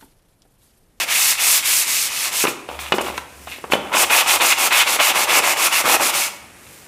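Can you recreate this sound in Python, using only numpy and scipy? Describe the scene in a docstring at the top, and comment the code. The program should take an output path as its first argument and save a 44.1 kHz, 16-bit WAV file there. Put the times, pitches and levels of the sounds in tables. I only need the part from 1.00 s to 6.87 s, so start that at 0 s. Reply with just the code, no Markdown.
"""Sandpaper is rubbed by hand to and fro over a primed steel wheel rim: long light strokes, then short hard ones.
Its grit is random tiny clicks, heard as hiss and also shaking the rim, whose modes are ringing filters.
Between the spells fingers wipe (faint grit) and tap (a push, a crack and ringing) as the paper is laid down again.
A knock leaves the wheel humming as two beating modes; shaped noise makes the workshop's rumble and echo.
One microphone hears it all, both channels alike."""
import sys
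import numpy as np
from scipy import signal
from scipy.fft import rfft, irfft
from scipy.io import wavfile

SR = 44100
rng = np.random.default_rng(int(sys.argv[2]) if len(sys.argv) > 2 else 0)


def store_pcm(level_fs):
    """Save levels as 16-bit WAV."""
    pcm = np.round(np.clip(level_fs, -1, 1) * 32767).astype(np.int16)
    wavfile.write(sys.argv[1], SR, np.atleast_2d(pcm).T)


def ratio_of_db(decibels):
    """Turn decibels (scalar or array-like) into linear amplitude factors; 0 dB maps to 1."""
    return 10 ** (np.asarray(decibels, float) / 20)


N = 258867   # length in samples

# Strokes of the paper. Each row: start in seconds, end in seconds, hiss level in dB,
# swell over the stroke in dB, ring of the rim's cavity in dB against the hiss.
PAPER_STROKES = [(-0.05, 0.057, -20.5, 0, -3.5), (0.061, 0.365, -16, 5.5, -7), (0.367, 0.618, -15, 4, -7.5),
                 (0.621, 0.866, -16, 0.5, -8.5), (0.839, 1.112, -18, -0.5, -9),
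                 (1.076, 1.315, -21, 5.5, -6.5), (1.304, 1.462, -18.5, 7.5, -7.5),
                 (2.923, 3.055, -17, 10, -1.5), (3.092, 3.235, -16.5, 2.5, 2.5),
                 (3.257, 3.383, -16.5, 1.5, -1.5), (3.395, 3.548, -16.5, 2, -0.5),
                 (3.563, 3.693, -17.5, 5.5, -2), (3.705, 3.841, -17, 4, 2.5),
                 (3.858, 3.978, -18.5, 1.5, -2), (3.985, 4.129, -17.5, 3, 1),
                 (4.136, 4.265, -18.5, 0.5, -1), (4.269, 4.412, -17.5, 9, -0.5),
                 (4.419, 4.549, -18.5, 3, -1), (4.551, 4.692, -18, 11, -1.5), (4.707, 4.83, -17.5, 0, -3.5),
                 (4.836, 4.976, -17, 7, -3), (4.992, 5.122, -17.5, 1.5, -3.5), (5.117, 5.301, -19, -4, -5)]
# Fingers and loose paper brushing the rim. Each row: start in seconds, end in seconds, hiss level in dB,
# cavity ring in dB against the hiss, rim body in dB against the hiss.
FINGER_WIPES = [(1.463, 1.54, -26.5, 1.5, -6), (1.67, 1.84, -44.5, 10, 10.5), (1.786, 1.86, -33.5, 3, -20),
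                (1.779, 1.98, -38.5, 6.5, 4.5), (1.936, 2, -33.5, -10, -20), (1.97, 2.22, -39.5, 5, 1),
                (2.006, 2.036, -29, -3, -22), (2.05, 2.125, -37.5, 6, 3), (2.13, 2.254, -42.5, 5.5, 1),
                (2.173, 2.19, -32, 0, -20), (2.18, 3.06, -48, -14, -12), (2.46, 2.628, -42.5, 11.5, -9),
                (2.704, 2.78, -28.5, 6, 3), (2.761, 3.1, -51, 9, 20), (2.822, 3.7, -41, -8, -20),
                (2.904, 3.026, -39, 15, 24.5), (5.26, 5.54, -48, -11, 4.5), (5.47, 6.3, -48, -13.5, -31)]
# Fingers and paper edge touching down. Each row: time in seconds, level in dB, centre frequency in Hz.
TOUCHES = [(1.438, -7, 436), (1.45, -5, 440), (1.468, -4.5, 2310), (1.479, -10, 360), (1.687, -17.5, 630),
           (1.699, -23, 700), (1.712, -20.5, 690), (1.789, -16, 2200), (1.92, 1, 696), (1.938, -9, 420),
           (1.943, -20, 345), (1.982, -3.5, 931), (1.995, -14, 930), (2.007, -11.5, 590), (2.066, -16, 931),
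           (2.082, -16, 675), (2.099, -17, 617), (2.139, -28, 548), (2.176, -11, 1760), (2.471, -20.5, 787),
           (2.583, -29, 382), (2.639, -14.5, 460), (2.699, -22, 358), (2.72, 2.5, 2160), (2.733, 0.5, 516),
           (2.752, -9, 540), (3.999, -1.5, 2870), (5.665, -33.5, 2520)]
# Damped modes of the rim. Each row: frequency in Hz, relative strength in dB,
# time to die by 60 dB in seconds.
RIM_MODES = [(114, -3, .25), (197, -11, 0.29), (376.6, -11.5, 0.067), (450, 6, 0.0056), (698, 2.5, 0.013),
             (720, -4.5, 0.025), (928, 16, 0.0051), (1070, -8, 0.0055), (1220, 21.5, 0.003),
             (1514, 16, 0.0036), (1644, -1, 0.0098), (2282, 5, 0.0078), (2404, -0.5, 0.027),
             (2617, 9, 0.0048), (3000, -3, 0.021), (3420, 5.5, 0.0031)]
# Colour of the grit's own hiss. Each row: frequency in Hz, relative level per Hz in dB.
HISS_COLOUR = [(150, -14), (1000, -10), (1900, -2.5), (2800, 0), (4500, 2.5), (6300, 6), (9000, 3.5),
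               (12000, 3), (14500, -1.5), (16000, -2)]
# Colour of the workshop's rumble. Each row: frequency in Hz, relative level per Hz in dB.
SHOP_COLOUR = [(25, -18), (70, 0.), (120, -1.5), (300, -2), (1000, -8.5), (2500, -6), (4000, -19),
               (12000, -13), (16000, -42)]
# How long the echo lasts. Each row: frequency in Hz, time to die by 60 dB in seconds.
ECHO_T60 = [(200, 0.84), (1500, 0.62), (5000, 0.51), (15000, 0.31)]


def rms_one(x):
    """Scale to an rms (average strength) of 1."""
    return x / np.sqrt(np.mean(x ** 2) + 1e-20)


def at_hz(points, hz):
    """Read the second column of a table at a frequency, on a log frequency axis."""
    table = np.array(points)
    return np.interp(np.log(hz), np.log(table[:, 0]), table[:, 1])


def drift(rate_hz):
    """Slow random wandering of spread 1: noise smoothed by two poles at rate_hz."""
    step = 40   # samples between computed points
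    pole = np.exp(-2 * np.pi * rate_hz * step / SR)
    noise = rng.standard_normal(N // step + 2002)
    slow = signal.lfilter([1], [1, -2 * pole, pole * pole], noise)[2000:]   # drop the filter's start
    return np.interp(np.arange(N) / step, np.arange(len(slow)), rms_one(slow))


def ring(force, hz, t60_s):
    """A damped mode: a unit click sets a dying sine of height 1 ringing."""
    decay = ratio_of_db(-60 / (t60_s * SR))
    turn = 2 * np.pi * hz / SR
    return signal.lfilter([0, np.sin(turn)], [1, -2 * decay * np.cos(turn), decay * decay], force + 1e-18)


def bands(x, low_hz, count):
    """Cut x into overlapping half-octave slices that add up to x again between the end slices."""
    spectrum = rfft(x)
    place = 2 * np.log2(np.fft.rfftfreq(len(x), 1 / SR) / low_hz + 1e-9)
    for k in range(count):
        share = np.clip(1 - np.abs(place - k), 0, 1)
        yield low_hz * 2 ** (k / 2), irfft(spectrum * share, len(x))


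def grit(per_s, spread_db):
    """Grains catch and let go at random, a few much harder than the rest; equally strong at any rate."""
    sizes = ratio_of_db(spread_db * np.minimum(rng.exponential(1, N), 5)) * rng.standard_normal(N)
    caught = rng.random(N) < per_s / SR
    return rms_one(sizes * caught / np.sqrt(per_s))


def strokes(bite):
    """The paper breaks loose, slides and stops at every turn: gains of hiss, cavity and body (speed ** bite)."""
    start_share, stop_share = 0.15, 0.15   # of a stroke's length spent speeding up and slowing down
    arch_db = 4   # the hand is fastest mid-stroke: the hiss is this much weaker at both ends
    # The steel is shaken hardest as the paper breaks loose: loss over a stroke.
    ring_fades_db, body_fades_db = 3, 6
    # Body against hiss in a firm stroke, and the cavity ring that counts as firm.
    firm_body_db, firm_ring_db = -3.5, -3
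    # dB of body per dB of ring: below firm it drops fast, above firm it grows a little.
    slope_below, slope_above = 2.98, 0.57
    body_sag_db = 3.5   # the body is weakest mid-stroke
    t = np.arange(N) / SR
    power = np.full((3, N), 1e-12)
    for start, end, hiss_db, swell_db, ring_db in PAPER_STROKES:
        done = np.clip((t - start) / (end - start), 0, 1)
        speed = np.minimum(done / start_share, 1) * np.minimum((1 - done) / stop_share, 1)
        slope = slope_below if ring_db < firm_ring_db else slope_above
        body_db = firm_body_db + (ring_db - firm_ring_db) * slope
        hiss_part_db = -arch_db * (2 * done - 1) ** 2
        cavity_part_db = ring_db - ring_fades_db * (done - 0.5)
        sag_db = body_sag_db * (np.sin(np.pi * done) - 0.5)
        body_part_db = body_db - body_fades_db * (done - 0.5) - sag_db
        parts_db = np.array([hiss_part_db, cavity_part_db, body_part_db])
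        power += (speed ** bite * ratio_of_db(hiss_db + swell_db * (done - 0.5) + parts_db)) ** 2
    return np.sqrt(power)


def rubbing():
    """Grit hisses in the air and drives the rim's modes; uneven primer makes each part flicker."""
    brushed = wipes()
    gain = np.hypot(strokes(bite=1.3)[0], brushed[0])
    paper = np.minimum(strokes(bite=2.8)[0], gain)
    _, ring_gain, body_gain = np.hypot(strokes(bite=0.62), brushed)   # the steel shakes even at low speed

    # Treble tilt in dB per octave: faster paper is brighter; a fingertip has a thin, bright hiss of its own.
    paper_share = paper / gain
    paper_tilt_db = 0.39 * np.clip(20 * np.log10(paper) + 18, -14, 6)
    tilt_db = paper_tilt_db * paper_share + 1.36 * (1 - paper_share)

    caught = np.clip(gain / 0.04, 0.25, 1)   # a light wipe catches few grains and crackles
    hiss = 0
    for hz, part in bands(grit(per_s=20000 * caught, spread_db=0.5), 117, count=15):
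        flicker_db = 0.74 * drift(18.0)
        octaves_up = max(np.log2(hz / 3500), 0)
        hiss = hiss + part * ratio_of_db(at_hz(HISS_COLOUR, hz) + tilt_db * octaves_up + flicker_db)

    coarse = grit(per_s=8000 * caught, spread_db=1.5)   # the larger grains shake the steel
    modes = []
    for k, (hz, db, t60_s) in enumerate(RIM_MODES):
        strength = (-1) ** k * ratio_of_db(db + 1.85 * drift(4.5))
        modes.append((hz, strength * ring(coarse, hz, t60_s)))
    body_below_hz = 1600
    # Grit is too fine to move the two slowest modes in the body.
    body = rms_one(sum(mode for hz, mode in modes[2:] if hz < body_below_hz))
    cavity = rms_one(sum(mode for hz, mode in modes if hz > body_below_hz))
    body_shake = body_gain * ratio_of_db(1.0 * drift(46)) * body
    cavity_shake = ring_gain * ratio_of_db(1.66 * drift(22)) * cavity
    return gain * rms_one(hiss) + body_shake + cavity_shake


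def channel(x, above_hz):
    """The narrow rim radiates little bass, and the echo off its far wall weakens one band."""
    x = signal.sosfilt(signal.butter(2, above_hz, "high", fs=SR, output="sos"), x)
    weakened_band = signal.lfilter(*signal.iirpeak(1800, 3.0, fs=SR), x)   # centre in Hz, sharpness
    return x - 0.44 * weakened_band


def room(x):
    """Diffuse echo of the workshop: noise that dies faster in the treble."""
    t = np.arange(SR * 3 // 4) / SR
    parts = bands(rng.standard_normal(len(t)), 142, count=15)
    echo = sum(part * ratio_of_db(-60 * t / at_hz(ECHO_T60, hz)) for hz, part in parts)
    echo = echo * np.clip(t / 0.023, 0, 1)   # builds up over 23 ms
    echo = echo / np.sqrt(np.sum(echo ** 2))
    return ratio_of_db(-12) * signal.fftconvolve(x, echo)[:N]


def shop_air():
    """Steady rumble of the workshop: noise coloured slice by slice."""
    parts = bands(rng.standard_normal(N), 26.0, count=20)
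    rumble = sum(part * ratio_of_db(at_hz(SHOP_COLOUR, hz)) for hz, part in parts)
    return ratio_of_db(-45.5) * rms_one(rumble)


def taps():
    """Each touch is a short push, a crack, and a ragged press that rings the modes, most those near its centre."""
    s, level_db, centre_hz = np.transpose(TOUCHES)
    out = np.zeros(N + SR)
    after = np.arange(SR // 20) / SR   # seconds since the touch
    noise = rng.standard_normal((len(s), 2, len(after)))
    chance_db = rng.normal(0, 5.4, (len(s), len(RIM_MODES)))
    crack_band = signal.butter(2, [1700, 5000], "band", fs=SR, output="sos")
    mode_hz, mode_db, _ = np.transpose(RIM_MODES)
    for k, at in enumerate(((s + 0.001516) * SR).astype(int)):
        push = np.sin(2 * np.pi * centre_hz[k] * after) * np.exp(-after * centre_hz[k])
        press = np.pad(noise[k, 0] * np.exp(-after / 0.0059), (0, SR // 4))
        octaves = np.log2(mode_hz / centre_hz[k])
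        # Modes lose 2.5 dB per octave above the centre and 12 below it.
        near_db = mode_db - np.where(octaves > 0, 2.5, -12) * octaves
        rings = 0
        for m, (hz, _, t60_s) in enumerate(RIM_MODES):
            rings = rings + (-1) ** m * ratio_of_db(near_db[m] + chance_db[k, m]) * ring(press, hz, t60_s)
        crack_db = -9 + 1.3 * np.log2(centre_hz[k] / 1000)   # harder, higher-pitched touches crack more
        crack = signal.sosfilt(crack_band, noise[k, 1]) * np.exp(-after / 0.0015) * ratio_of_db(crack_db)
        out[at:at + len(after)] += ratio_of_db(level_db[k]) * (1.03 * push + crack)
        out[at:at + len(press)] += ratio_of_db(level_db[k] - 2) * rings / np.max(np.abs(rings))
    return out[:N]


def wipes():
    """A brush swells quickly and trails off: gains of hiss, cavity and body."""
    rise_share, fall_power = 0.3, 1.23   # share of the wipe spent rising, curve of the fall
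    t = np.arange(N) / SR
    power = np.full((3, N), 1e-12)
    for start, end, hiss_db, ring_db, body_db in FINGER_WIPES:
        done = np.clip((t - start) / (end - start), 0, 1)
        fall = ((1 - done) / (1 - rise_share)) ** fall_power
        shape = np.minimum(done / rise_share, fall)
        power += (shape * ratio_of_db(hiss_db + np.array([[0], [ring_db], [body_db]]))) ** 2
    return np.sqrt(power)


def wheel_hum():
    """A knock sets the wheel's two lowest modes going against each other, so the hum swells and sinks."""
    knock_s, middle_hz, split_hz = 1.665, 71.3, 3.23   # the two modes lie split_hz apart
    level_db, t60_s = -40.5, 6.8
    t = np.maximum(np.arange(N) / SR - knock_s, 0)   # held at 0, so silent, before the knock
    beat = np.sin(np.pi * split_hz * t) * np.sin(2 * np.pi * middle_hz * t)
    return np.sqrt(2) * ratio_of_db(level_db - 60 * t / t60_s) * beat


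def scene():
    """Everything reaches one microphone; a tap moves the whole wheel and so reaches lower."""
    rim = channel(rubbing(), above_hz=290) + channel(taps(), above_hz=184)
    mono = rim + room(rim) + wheel_hum() + shop_air()
    return np.array([mono, mono])


def low_pass(x):
    """Removes everything above the highest recorded frequency."""
    return signal.sosfilt(signal.butter(12, 16160, fs=SR, output="sos"), x)


def record(dry):
    """Peaks are rounded near full scale, then the top is cut at 16.2 kHz."""
    rounded = 1.2 * np.tanh(dry / 1.2)
    top_cut = signal.cheby2(12, 60, 16200, fs=SR, output="sos")   # 60 dB down from 16200 Hz up
    return low_pass(signal.sosfilt(top_cut, rounded))


dry = scene()
out = record(dry)
store_pcm(out)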